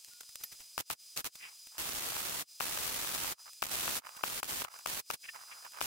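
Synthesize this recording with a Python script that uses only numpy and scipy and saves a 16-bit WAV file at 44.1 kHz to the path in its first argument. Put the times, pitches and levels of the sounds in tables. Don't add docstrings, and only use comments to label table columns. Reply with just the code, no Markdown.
import sys
import numpy as np
from scipy import signal
from scipy.fft import rfft, irfft, next_fast_len
from scipy.io import wavfile
from scipy.ndimage import uniform_filter1d, minimum_filter1d

SR = 44100
rng = np.random.default_rng(int(sys.argv[2]) if len(sys.argv) > 2 else 0)


def output_pcm(signal):
    pcm = np.clip(np.atleast_2d(signal).T, -1, 1) * 32767
    wavfile.write(sys.argv[1], SR, np.round(pcm).astype(np.int16))


N = 258426
T = np.arange(N) / SR

# start_s, end_s, strength_db, stutter_s
ARCS = [(0.777, 0.808, -21, 0.023), (0.898, 0.93, -17.5, .022), (1.162, 1.205, -26.5, .01),
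        (1.242, 1.273, -25.5, 0.012), (1.78, 2.422, -22.5, 0.0055), (2.6, 3.325, -19, .016),
        (3.62, 3.985, -14, 0.076), (4.233, 4.396, -25.5, 0.015), (4.428, 4.646, -22.5, 0.016),
        (4.857, 5, -23.5, 0.016), (5.099, 5.144, -24, 0.021), (5.806, 5.902, -23, 0.006)]


def arc_sizzle(spikes_per_s=800, spread_db=3.2, suction_share=0.62, clump_db=2.5, flicker_db=1.5):
    # frequency_hz, density_db
    spectrum = [(15, -33), (25, -3), (349, -3), (509, -3), (1200, 0), (1850, -2), (2560, -1), (14300, -3),
                (15500, -4)]
    sizes = gain_of(spread_db * np.clip(rng.standard_normal((2, N)), -2, 2))
    polarity = np.sign(rng.random((2, N)) - suction_share)
    chance = spikes_per_s / SR * gain_of(clump_db * wander(150))
    spikes = unit_rms(sizes * polarity * (rng.random((2, N)) < chance))
    fizz = unit_rms(stereo_noise(0) * gain_of(flicker_db * wander(360)))
    crackle = coloured(spikes + gain_of(-1.5) * fizz, spectrum) + spatter()
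    return crackle * arc_envelope() * gain_of(0.09 * wander(45)) * balance(0, 1)


def arc_envelope(shorts_hz=115, stutter_db=13, flutter_db=3, warm_s=0.25, strike_s=0.003, die_s=0.0062):
    # middle_s, width_s
    falters = [(3.685, 0.025), (4.466, 0.016), (4.634, 0.0046), (5.128, 0.0044)]
    cycles = np.cumsum(shorts_hz * (1 + 0.592 * wander(97))) / SR
    amplitude = np.zeros(N)
    for start_s, end_s, strength_db, stutter_s in ARCS:
        age = np.maximum(T - start_s, 0)
        phase = 2 * np.pi * (cycles - cycles[int(start_s * SR)])
        shorted = 0.5 - 0.5 * np.tanh(3 * np.sin(phase))
        cold = 1 / (1 + (age / stutter_s) ** 6)
        gap_db = flutter_db * np.exp(-age / warm_s) + stutter_db * cold
        gate = np.minimum(age / strike_s, 1) * np.exp(-np.maximum(T - end_s, 0) / die_s)
        amplitude += gate * gain_of(strength_db - shorted * gap_db)
    faltering = sum(swell(middle_s, width_s) for middle_s, width_s in falters)
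    return amplitude * gain_of(-10.5 * faltering)


def wire_pops(width_s=0.00035):
    # time_s, over_arc_db
    bursts = [(0.7797, 18), (0.9035, 15), (2.1225, 10.5), (2.1672, 14), (2.6072, 18.5), (2.7749, 12),
              (3.0477, 12.5), (3.0743, 10.5), (3.1588, 11.5), (3.2456, 13.5), (3.6267, 18), (3.8798, 17.5),
              (4.2383, 20), (4.4309, 18), (4.6204, 17.5), (4.6491, 19), (4.8608, 19), (5.1041, 18.5),
              (5.8137, 20.5)]
    # pitch_hz, level_db
    modes = [(1120, -2), (2600, -8)]
    out = np.zeros(N)
    for time_s, over_arc_db in bursts:
        arc_db = [db for start_s, _, db, _ in ARCS if start_s < time_s + 0.005][-1]
        near = abs(T - time_s) < 0.004
        t = T[near] - time_s
        knock = sum((-1) ** k * gain_of(db) * np.cos(2 * np.pi * hz * t)
                    for k, (hz, db) in enumerate(modes))
        out[near] += gain_of(arc_db + over_arc_db) * knock * np.exp(-0.5 * (t / width_s) ** 2)
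    return out * balance(0, -26)


def spatter(drops_per_s=35, level_db=-15):
    drops = rng.standard_normal((2, N)) * (rng.random((2, N)) < drops_per_s / SR)
    spectrum = [(40, -0.5), (500, 1), (1200, -33), (3000, -13.5), (6000, -8.5), (14000, -3)]
    return gain_of(level_db) * coloured(drops, spectrum)


def sharp_ticks(rise_share=0.36, soft_s=0.0016, dull_db=-10.5, grain_db=2.5):
    # peak_s, level_db, decay_s
    ticks = [(0.047, -39, 0.00098), (0.086, -55.5, 0.019), (0.135, -44, 0.0014), (0.208, -39, 0.0041),
             (0.234, -51.5, 0.0048), (0.292, -48, 0.0037), (0.357, -34, 0.0014), (0.409, -52.5, 0.026),
             (0.438, -32, 0.0037), (0.523, -48, 0.016), (0.605, -51.5, 0.027), (0.902, -35, 0.0056),
             (1.175, -13.5, .001), (1.355, -42, 0.0044), (1.671, -49.5, 0.0063), (3.533, -44, 0.0016),
             (4.167, -45.5, 0.006), (4.79, -38.5, 0.00081), (5.721, -45.5, 0.0018)]
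    bright = coloured(stereo_noise(0.5),
                      [(100, -16), (2000, -2), (6000, 0), (13000, -1), (15500, -4), (17500, -30)])
    dull = coloured(stereo_noise(0.15), [(40, 14.5), (500, 5), (2500, 6), (5000, 1), (12000, -17)])
    out = np.zeros((2, N))
    for peak_s, level_db, decay_s in ticks:
        from_peak = np.maximum((peak_s - T) / rise_share, T - peak_s) / decay_s
        envelope = np.exp(-from_peak.clip(0, 30))
        softness = 1 / (1 + (soft_s / decay_s) ** 3)
        out += gain_of(level_db) * envelope * (bright + softness * gain_of(dull_db) * dull)
    return out * unit_rms(gain_of(grain_db * wander(660)))


def steel_ring(rise_s=0.0027):
    # start_s, pitch_hz, level_db, t60_s
    modes = [(0.11, 1434, -64.5, .5), (0.437, 1830, -53, 0.084), (0.437, 11100, -51, 0.18),
             (0.437, 13380, -26, 0.035), (5.289, 1805, -30.5, 0.037)]
    out = np.zeros(N)
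    for start_s, pitch_hz, level_db, t60_s in modes:
        age = np.maximum(T - start_s, 0)
        envelope = gain_of(level_db - 60 * np.minimum(age / t60_s, 2)) * (1 - np.exp(-age / rise_s))
        out += envelope * np.sin(2 * np.pi * pitch_hz * T)
    return out


def leather_scuffs(resonance_hz=2400, bandwidth_hz=1210, grain_db=2.5):
    # middle_s, width_s, level_db
    slips = [(1.451, 0.032, -49), (5.252, 0.011, -48.5), (5.291, 0.0064, -43), (5.525, 0.0088, -47)]
    hz = np.fft.rfftfreq(N, 1 / SR)
    resonance = 1 / (1 + (2 * (hz - resonance_hz) / bandwidth_hz) ** 2)
    rub = unit_rms(irfft(rfft(stereo_noise(0.14)) * resonance, N))
    pressure = sum(gain_of(db) * swell(middle_s, width_s) for middle_s, width_s, db in slips)
    return rub * pressure * unit_rms(gain_of(grain_db * wander(200)))


def sleeve_rustle(clump_db=5):
    # middle_s, width_s, level_db
    shifts = [(1.472, 0.053, -63.5), (1.771, 0.034, -60), (3.396, 0.027, -61), (3.477, 0.014, -53),
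              (4.047, 0.03, -45), (4.116, 0.024, -66.5), (4.183, 0.035, -53.5), (4.671, 0.017, -39.5),
              (4.763, 0.036, -53.5), (5.357, 0.011, -52), (5.387, 0.025, -57), (5.54, 0.069, -53.5),
              (5.656, 0.01, -44.5), (5.779, 0.029, -49)]
    # frequency_hz, density_db
    spectrum = [(60, -22), (300, -23), (550, -10.5), (850, 0), (1300, 3), (1800, -5.5), (2600, -8),
                (3600, -17), (8000, -20)]
    rub = coloured(stereo_noise(0.045) * gain_of(clump_db * wander(195)), spectrum)
    motion = sum(gain_of(db) * swell(middle_s, width_s) for middle_s, width_s, db in shifts)
    return rub * motion * balance(-2.5, 2.5)


def electrical_whine(waver_hz=3.5, flutter_depth=0.2):
    # pitch_hz, level_db
    partials = [(4129, -77), (4974, -59), (5383, -76), (5798, -74), (5970, -70), (6379, -74), (6788, -75),
                (7203, -73), (7957, -77), (9948, -66), (10939, -82), (14923, -70)]
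    # time_s, pitch_hz
    drift = [(0.4, 4984), (1.07, 4966), (1.57, 4970), (3.51, 4980), (4.13, 4930), (4.77, 4970),
             (5.36, 4978), (5.67, 4971)]
    # time_s, gain_db
    growth = [(0, -5), (0.4, 0), (5.8, 0.5)]
    pitch_hz = np.interp(T, *np.transpose(drift)) + waver_hz * wander(40)
    strongest_hz = max(partials, key=lambda partial: partial[1])[0]
    clock_s = np.cumsum(pitch_hz / strongest_hz) / SR
    tones = sum(np.sqrt(2) * gain_of(db) * np.sin(2 * np.pi * (hz * clock_s + rng.random()))
                for hz, db in partials)
    return tones * gain_of(np.interp(T, *np.transpose(growth))) * (1 + flutter_depth * wander(60))


def hiss(level_db=-57):
    # frequency_hz, density_db
    spectrum = [(30, -26), (150, -23), (500, -20), (1200, -16), (2000, -16), (2400, -7), (3000, -6),
                (4000, -3), (8000, 0), (9500, -3), (11500, -8), (14000, -6), (15500, -7)]
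    return gain_of(level_db) * coloured(stereo_noise(0.83), spectrum)


def limiter(x, threshold_db=-47.5, ratio=3.62, hold_s=0.04, release_s=0.013):
    side_chain = signal.sosfilt(signal.butter(6, 16500, "high", fs=SR, output="sos"), x)
    power = uniform_filter1d((side_chain ** 2).mean(0), size=340)
    wanted_db = np.minimum(threshold_db - 10 * np.log10(abs(power) + 1e-12), 0) * (1 - 1 / ratio)
    hold_samples = int(hold_s * SR) | 1
    held_db = minimum_filter1d(wanted_db, hold_samples, origin=hold_samples // 2)
    pole = np.exp(-1 / (release_s * SR))
    gain_db = np.minimum(held_db, signal.lfilter([1 - pole], [1, -pole], held_db))
    return x * gain_of(uniform_filter1d(gain_db, size=40))


def gain_of(db):
    return 10 ** (np.asarray(db) / 20)


def balance(left_db, right_db):
    return gain_of([[left_db], [right_db]])


def unit_rms(x):
    return x / np.sqrt(np.mean(x ** 2) + 1e-20)


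def coloured(x, spectrum):
    hz, db = np.transpose(spectrum)
    size = next_fast_len(N)
    bins_hz = np.fft.rfftfreq(size, 1 / SR)
    response = gain_of(np.interp(np.log(bins_hz + 1), np.log(hz + 1), db))
    return unit_rms(irfft(rfft(x, size) * response, size)[..., :N])


def wander(cutoff_hz):
    size = next_fast_len(N)
    bins_hz = np.fft.rfftfreq(size, 1 / SR)
    response = np.exp(-np.minimum(bins_hz / cutoff_hz, 10) ** 2)
    return unit_rms(irfft(rfft(rng.standard_normal(size)) * response, size)[:N])


def stereo_noise(correlation):
    common = np.sqrt(correlation) * rng.standard_normal(N)
    return common + np.sqrt(1 - correlation) * rng.standard_normal((2, N))


def swell(middle_s, width_s):
    return np.exp(-0.5 * ((T - middle_s) / width_s) ** 2)


def scene():
    return (arc_sizzle() + wire_pops() + electrical_whine() + hiss()
            + sharp_ticks() + steel_ring() + leather_scuffs() + sleeve_rustle())


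def record(dry, edge_hz=15850):
    low_pass = signal.firwin(511, edge_hz, window=("kaiser", 9), fs=SR)
    return signal.oaconvolve(limiter(dry), low_pass[None], "same")


dry = scene()
out = record(dry)
output_pcm(out)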